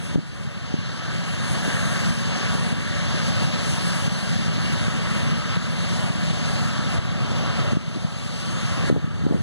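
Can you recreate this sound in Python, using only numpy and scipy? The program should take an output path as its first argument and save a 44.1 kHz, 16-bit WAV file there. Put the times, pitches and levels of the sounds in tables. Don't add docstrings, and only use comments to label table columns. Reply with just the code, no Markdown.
import sys
import numpy as np
from scipy import signal
from scipy.fft import rfft, irfft, next_fast_len
from scipy.io import wavfile
from scipy.ndimage import uniform_filter1d, map_coordinates

SR = 44100
rng = np.random.default_rng(int(sys.argv[2]) if len(sys.argv) > 2 else 0)


def pcm_store(signal):
    levels = np.round(np.clip(np.atleast_2d(signal), -1, 1) * 32767)
    wavfile.write(sys.argv[1], SR, levels.astype(np.int16).T)


N = 415422
TIME = np.arange(N) / SR
FRAME_LENGTH, FRAME_HOP = 2048, 512
FRAME_HZ = np.fft.rfftfreq(FRAME_LENGTH, 1 / SR)
FRAME_S = np.arange(N // FRAME_HOP + 5) * FRAME_HOP / SR

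CYCLE_HZ = 17.22
EDGE_HZ = 15450

# (multiple of the cycle rate, level [dB rms])
ENGINE_LINES = [(5, -46), (6, -42), (7, -38.5), (8, -42), (9, -39.5), (10, -34.5), (12, -43), (13, -42.5)]
# (frequency [Hz], relative density [dB])
RUMBLE_SPECTRUM = [(20, -1.5), (35, -10), (50, -18), (70, -15), (90, -3), (120, -0.5), (175, 0),
                   (200, -2.5), (228, -.5), (260, -14), (310, -14), (450, -27), (900, -70)]
# (frequency [Hz], relative density [dB])
ROAR_SPECTRUM = [(100, -40), (300, -2.5), (450, -1), (740, 0), (850, -4), (1050, -1.5), (1500, -2),
                 (1900, -3), (2350, -4.5), (2800, -7), (3500, -11), (7000, -44)]
# (frequency [Hz], width [Hz], lift [dB])
MACHINE_RESONANCES = [(462, 15, 4.5), (583, 50, 5.5), (754, 15, 2), (930, 24, 2), (1157, 21, 6),
                      (1285, 75, 6.5), (1366, 18, 3.5), (1576, 370, 2), (2790, 170, 6.5), (3708, 89, 10)]
# (time [s], low moan [dB], low mids [dB], high mids [dB])
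HEADING_COLOUR = [(0, -0.8, -2.5, 3), (1.3, -0.5, -2, 3.5), (1.6, 0, -3.5, 5.5), (2.9, -2, -4, 3.5),
                  (3.6, 1.3, -1.8, 4.5), (4.4, -1, -4.5, 2.5), (5.5, -1.5, -0.5, 0.7), (6.4, 3, -5, 2.5),
                  (6.8, 1, 2, 4), (7.15, 3.5, -0.5, -0.5), (7.7, 1, -.7, -.8), (8.201, 1.8, -1, -1.8),
                  (8.7, -2.5, -2, 1.5), (9.4, 0, 0, 3)]
# (time [s], level [dB])
ROAR_CARRY = [(0.0, -0.5), (0.6, -0.5), (1.1, 1.2), (1.5, -0.7), (1.7, 0.6), (2.1, -1), (2.4, 0), (3.2, -1),
              (3.4, 0.5), (3.8, -1.3), (5.4, 1.2), (5.8, 1.3), (5.9, 0), (6.8, -2.5), (7.5, 0.4), (8.3, -2),
              (8.9, 1.9), (9.4, -1.5)]
# (frequency [Hz], level [dB rms])
WHINE_TONES = [(568, -51.5), (926, -56), (1147, -51)]
# (time [s], level [dB rms])
WIND_STRENGTH = [(0, -26), (.5, -26), (1.2, -36), (6.4, -38), (7.2, -26.5), (7.8, -28.5), (8.3, -33),
                 (8.75, -30), (9.15, -15.5), (9.42, -13.5)]
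# (middle [s], length [s], level at the middle [dB rms], pitch [Hz])
WIND_FLURRIES = [(0.18, 0.05, -18, 200), (7.972, 0.062, -27, 175.5), (8.959, 0.11, -17, 192),
                 (9.32, 0.15, -20, 278)]
# (time [s], level [dB], pitch [Hz], roundness: 2 a sharp spike, 8 a smooth wave)
WIND_BUFFETS = [(0.147, -9, 200, 8.1), (0.158, 10, 132, 1.33), (0.176, -1, 190, 8), (0.183, 0, 220, 12),
                (0.19, 1, 165, 4), (0.475, -5.5, 139, 9.7), (0.709, -14, 204, 6.9), (0.742, 2, 205, 5.1),
                (0.789, -6, 160, 5.6), (1.680, -11, 227, 6.1), (2.553, -7.5, 150, 2.7),
                (2.727, -13, 177, 10), (3.452, -8, 147, 12), (4.079, -7.5, 150, 4.6),
                (5.573, -8.5, 150, 7.6), (6.235, -11.5, 164, 7.2), (6.988, -7, 79.6, 3.3),
                (7.724, -7, 130, 2.5), (7.733, -1.5, 156, 2), (7.771, 2.5, 162, 3.2), (7.882, -8, 139, 9),
                (7.962, -12, 233, 6.7), (7.971, -6, 169, 4.9), (8.049, -2, 125, 5.2), (8.901, 4.5, 375, 8),
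                (8.913, 3, 160, 3.4), (8.927, 6.5, 165, 3.5), (8.942, 0, 150, 5), (8.964, 4.5, 290, 3.3),
                (8.971, -1, 140, 5), (8.978, -1, 240, 3.5), (9.044, 2, 124, 3.4), (9.078, -5, 200, 7.9),
                (9.224, -5, 150, 4), (9.240, -2.5, 175, 4.9), (9.253, -1.5, 170, 5), (9.267, 7, 233, 5.9),
                (9.287, -16, 420, 3), (9.300, -6, 300, 3.9), (9.311, 6, 190, 3.8), (9.324, 1, 240, 3.7),
                (9.331, -5, 380, 3.4), (9.337, -9, 420, 2.5), (9.346, 5, 160, 5.6), (9.356, -3, 260, 4.3),
                (9.366, -7, 210, 4), (9.406, -3, 175, 5.7)]
# (frequency [Hz], relative density [dB])
RUSTLE_SPECTRUM = [(800, -6), (2300, -1.5), (3200, 4), (3600, 2.5), (4400, 3.5), (5200, 0), (6500, -3),
                   (8300, -5.5), (9000, -8.5), (10500, -9.5), (11500, -16.5), (12400, -32), (15000, -33)]
# (time [s], relative rustle level [dB])
BREEZE_LEVEL = [(0.0, -2.7), (0.2, 1.4), (0.5, -1), (0.8, 3.5), (1.6, -0.6), (2.0, 0.4), (2.2, 1.5),
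                (2.7, -0.8), (3.6, 3.5), (3.8, 1.3), (4.2, 2), (4.5, 0.6), (5.2, 0), (5.7, 1), (5.9, 3.5),
                (6.1, -1.4), (6.3, 1.5), (7.2, -2), (8.2, 1), (8.7, 0.6), (8.8, -3), (8.9, -1), (9.1, -2.5),
                (9.4, -1.8)]
# (time [s], relative level [dB])
RUSTLE_TREBLE = [(0.0, 9), (0.2, -1.9), (0.3, 1), (0.5, 2.0), (0.7, -7.5), (1.4, 0.8), (1.5, 5), (2.1, 3.5),
                 (2.3, -4.5), (2.6, 2.5), (3.0, -3), (3.1, -3), (3.3, -1.2), (3.6, -2.6), (3.7, 5.5),
                 (4.5, -3), (4.9, 2), (5.3, -1.5), (5.4, -3.5), (5.6, -3), (5.8, -1.2), (6.0, 1),
                 (6.4, -2.5), (6.7, 0), (7.0, -2), (7.1, -3), (7.2, -4.5), (7.5, -3), (7.6, -4.5),
                 (8.3, 0.8), (9.2, -1.1), (9.4, 3.5)]
# (middle [s], length [s], level at the middle [dB rms], frequency before waver [Hz])
THIN_WHISTLES = [(1.31, .14, -45, 10100), (2.95, .12, -47, 6890), (3.86, .12, -47, 10100),
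                 (5.8, .18, -50, 10100)]
# (middle [s], length [s], level at the middle [dB rms])
TWITTER_SPELLS = [(.05, .3, -47), (1.0, .5, -67), (1.87, .5, -45), (2.35, .4, -48), (7.9, 0.28, -51),
                  (8.5, .5, -47)]
# (frequency [Hz], coherence, level [dB], extra phase lag [rad])
PORT_RESPONSE = [(250, .998, -.2, 0), (700, .988, -.3, .14), (1100, .98, -.4, .25), (1300, .996, -.4, .15),
                 (1750, .95, -.9, .23), (2200, .88, -1.1, .36), (2400, .997, -.2, .56), (2480, 1, 0, .47),
                 (2590, 1, 0, .29), (2700, .988, -.4, .3), (3000, .89, -1.7, .34), (3450, .87, -2.2, .5),
                 (3850, .96, -2.1, .36), (4400, .86, -2.4, .47), (4900, .88, -2.8, .55),
                 (5150, .97, -1.6, .47), (5500, .83, -3.3, .46), (6500, .83, -4, .5),
                 (7400, .73, -4.4, .53), (7850, .82, -3.6, .45), (9000, .7, -4.6, .5), (10600, .72, -4, .4),
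                 (11500, .55, -3, .3), (13200, .8, -1, .46), (15000, .5, -2, .46)]


def gain_of(db):
    return 10 ** (np.asarray(db) / 20)


def evened(x):
    return x / np.sqrt(np.mean(x ** 2) + 1e-20)


def read(points, hz, axis=1):
    table = np.transpose(points)
    return np.interp(np.log(hz + 1), np.log(table[0] + 1), table[axis])


def follow(rows, t):
    s, *columns = np.transpose(rows)
    return [np.interp(t, s, column) for column in columns]


def bell(hz, centre, width):
    return 1 / (1 + (2 * (hz - centre) / width) ** 2)


def swell(middle, length):
    return np.cos(np.pi * np.clip((TIME - middle) / length, -.5, .5))


def wander(rate, t=TIME):
    hz = np.fft.rfftfreq(len(FRAME_S), FRAME_S[1])
    spectrum = rfft(rng.standard_normal(len(FRAME_S))) / (1 + (hz / rate) ** 2)
    slow = irfft(spectrum, len(FRAME_S))
    return np.interp(t, FRAME_S, evened(slow))


def noise(field_db, patchy_db):
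    shape = (len(FRAME_S), len(FRAME_HZ))
    patches = uniform_filter1d(rng.standard_normal(shape), size=9, axis=0)
    patches = uniform_filter1d(patches, size=36, axis=1)
    z = rng.standard_normal((2, *shape)) + 1j * rng.standard_normal((2, *shape))
    z *= gain_of(field_db + patchy_db * evened(patches))
    _, sound = signal.istft(z, nperseg=FRAME_LENGTH, noverlap=FRAME_LENGTH - FRAME_HOP,
                            time_axis=1, freq_axis=2)
    return evened(sound[:, :N])


def exhaust(rumble_db=-23.5, drift=0.0025, fading_db=1.5, throb=0.16, uneven_db=0.79):
    cycle_hz = CYCLE_HZ * (1 + drift * wander(1.15))
    angle = 2 * np.pi * np.cumsum(cycle_hz) / SR
    out = gain_of(rumble_db) * noise(read(RUMBLE_SPECTRUM, FRAME_HZ), patchy_db=-1.04)
    out *= 1 + throb * np.cos(angle)
    out *= gain_of(uneven_db * wander(CYCLE_HZ))
    for order, db in ENGINE_LINES:
        line = np.sqrt(2) * np.cos(order * angle + 2 * np.pi * rng.random())
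        out[0] += gain_of(db + fading_db * wander(3.2)) * line
    return out


def blades(roar_db=-29.0, surge_db=0.27, drift=0.008, fading_db=0.9):
    shift = 1 + drift * wander(1, FRAME_S)[:, None]
    colour = read(ROAR_SPECTRUM, FRAME_HZ)
    for hz, width, db in MACHINE_RESONANCES:
        lift = db + fading_db * wander(1.9, FRAME_S)[:, None]
        colour = colour + lift * bell(FRAME_HZ, hz * shift, width)
    # (centre [Hz], width [Hz])
    bands = [(720, 260), (1290, 260), (1680, 380)]
    for lift, (hz, width) in zip(follow(HEADING_COLOUR, FRAME_S), bands):
        colour = colour + lift[:, None] * bell(FRAME_HZ, hz, width)
    level_db = roar_db + follow(ROAR_CARRY, TIME)[0] + surge_db * wander(5.7)
    return gain_of(level_db) * noise(colour, patchy_db=0.92)


def whine(unsteady=0.0071, fading_db=3):
    spin = np.cumsum(1 + unsteady * wander(12.9)) / SR
    out = np.zeros(N)
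    for hz, db in WHINE_TONES:
        tone = np.sqrt(2) * np.sin(2 * np.pi * hz * spin)
        out += gain_of(db + fading_db * wander(4.9)) * tone
    return out


def turbulence(hz, reach=1.77, softness=0.56):
    band = signal.butter(2, [hz / reach, hz * reach], "bandpass", fs=SR, output="sos")
    churn = evened(signal.sosfilt(band, rng.standard_normal(N)))
    return evened(np.tanh(softness * churn))


def bluster(bluster_hz=105):
    return gain_of(follow(WIND_STRENGTH, TIME)[0]) * turbulence(bluster_hz, reach=1.49)


def flurries():
    return sum(gain_of(db) * swell(middle, length) * turbulence(hz)
               for middle, length, db, hz in WIND_FLURRIES)


def eddy(t, hz, roundness=4, lean=-0.6):
    wave = (1 - 2j * np.pi * hz * t / roundness) ** -(roundness + 1)
    return (wave * np.exp(-1j * lean)).real


def buffets(ring_hz=160, ring_q=3.57, ring_db=-2, tip_db=-21, tip_hz=600):
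    out = np.zeros(N)
    for s, db, hz, roundness in WIND_BUFFETS:
        near = abs(TIME - s) < .08
        t = TIME[near] - s
        out[near] += gain_of(db) * eddy(t, hz, roundness)
        if db > 0:
            out[near] += gain_of(db + tip_db) * eddy(t, tip_hz)
    boom = signal.lfilter(*signal.iirpeak(ring_hz, ring_q, fs=SR), out)
    return (out + gain_of(ring_db) * boom) / np.sqrt(1 + gain_of(ring_db))


def ripples(ripple_db=-35.5, per_s=7, low_hz=70, high_hz=170):
    t = np.arange(-2048, 2049) / SR
    out = np.zeros(N)
    for hz in np.geomspace(low_hz, high_hz, num=4):
        arrivals = (rng.random(N) < per_s / SR) * rng.uniform(-0.64, 1, N)
        out += np.sqrt(hz) * signal.oaconvolve(arrivals, eddy(t, hz), "same")
    return gain_of(ripple_db) * evened(out)


def rustle(rustle_db=-32.5, dull_hz=4500, bright_hz=9500, top_flicker_db=1.4, sway_db=0.5):
    level = follow(BREEZE_LEVEL, FRAME_S)[0] + sway_db * wander(15.0, FRAME_S)
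    treble = follow(RUSTLE_TREBLE, FRAME_S)[0] + top_flicker_db * wander(34, FRAME_S)
    top = np.interp(FRAME_HZ, [dull_hz, bright_hz], [0, 1])
    field = read(RUSTLE_SPECTRUM, FRAME_HZ) + level[:, None] + treble[:, None] * top
    return gain_of(rustle_db) * noise(field, patchy_db=1.06 + 0.29 * top)


def whistles(waver=0.0019):
    bent_time = np.cumsum(1 + waver * wander(30)) / SR
    out = np.zeros(N)
    for middle, length, db, hz in THIN_WHISTLES:
        tone = np.sqrt(2) * np.sin(2 * np.pi * hz * bent_time)
        out += gain_of(db) * swell(middle, length) * tone
    return out


def shrills(shrill_hz=6400, width_hz=170):
    edges = [shrill_hz - width_hz / 2, shrill_hz + width_hz / 2]
    band = signal.butter(2, edges, "bandpass", fs=SR, output="sos")
    twitter = evened(signal.sosfilt(band, rng.standard_normal(N)))
    return twitter * sum(gain_of(db) * swell(middle, length) for middle, length, db in TWITTER_SPELLS)


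def ports(shared, stray, lag_ms=.372, sway_ms=.002):
    size = next_fast_len(N + 1024)
    hz = np.fft.rfftfreq(size, 1 / SR)
    same = np.clip(read(PORT_RESPONSE, hz), 0, 1)
    right = same * rfft(shared, size) + np.sqrt(1 - same ** 2) * rfft(stray, size)
    phase = 2 * np.pi * hz * lag_ms / 1000 + read(PORT_RESPONSE, hz, axis=3)
    response = -gain_of(read(PORT_RESPONSE, hz, axis=2)) * np.exp(-1j * phase)
    right = irfft(response * right, size)
    when = TIME + sway_ms / 1000 * wander(4)
    right = map_coordinates(right, [when * SR], order=5, mode="nearest")
    return np.array([shared, right])


def scene():
    shared, stray = exhaust() + blades() + rustle()
    wind = bluster() + flurries() + buffets() + ripples()
    return ports(shared + whine() + whistles() + shrills() + wind, stray)


def gain_control(x, threshold_db=-17.5, slope=0.73, recovery_db_per_s=10, start_db=8.5, late_ms=1.2):
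    power = abs(uniform_filter1d((x ** 2).mean(0), size=260))
    over_db = slope * np.maximum(10 * np.log10(power + 1e-12) - threshold_db, 0)
    recovered = recovery_db_per_s * TIME
    duck_db = np.maximum.accumulate(np.maximum(over_db + recovered, start_db)) - recovered
    smooth_db = uniform_filter1d(duck_db, size=200)
    late = TIME - late_ms / 1000
    return x * gain_of(-np.interp(late, TIME, smooth_db))


def record(dry, low_cut_hz=44):
    low_cut = signal.butter(3, low_cut_hz, "highpass", fs=SR, output="sos")
    cut = signal.sosfilt(low_cut, gain_control(dry))
    band_limit = signal.firwin(1023, EDGE_HZ, window=("kaiser", 9), fs=SR)
    return signal.oaconvolve(cut, band_limit[None], "same")


dry = scene()
out = record(dry)
pcm_store(out)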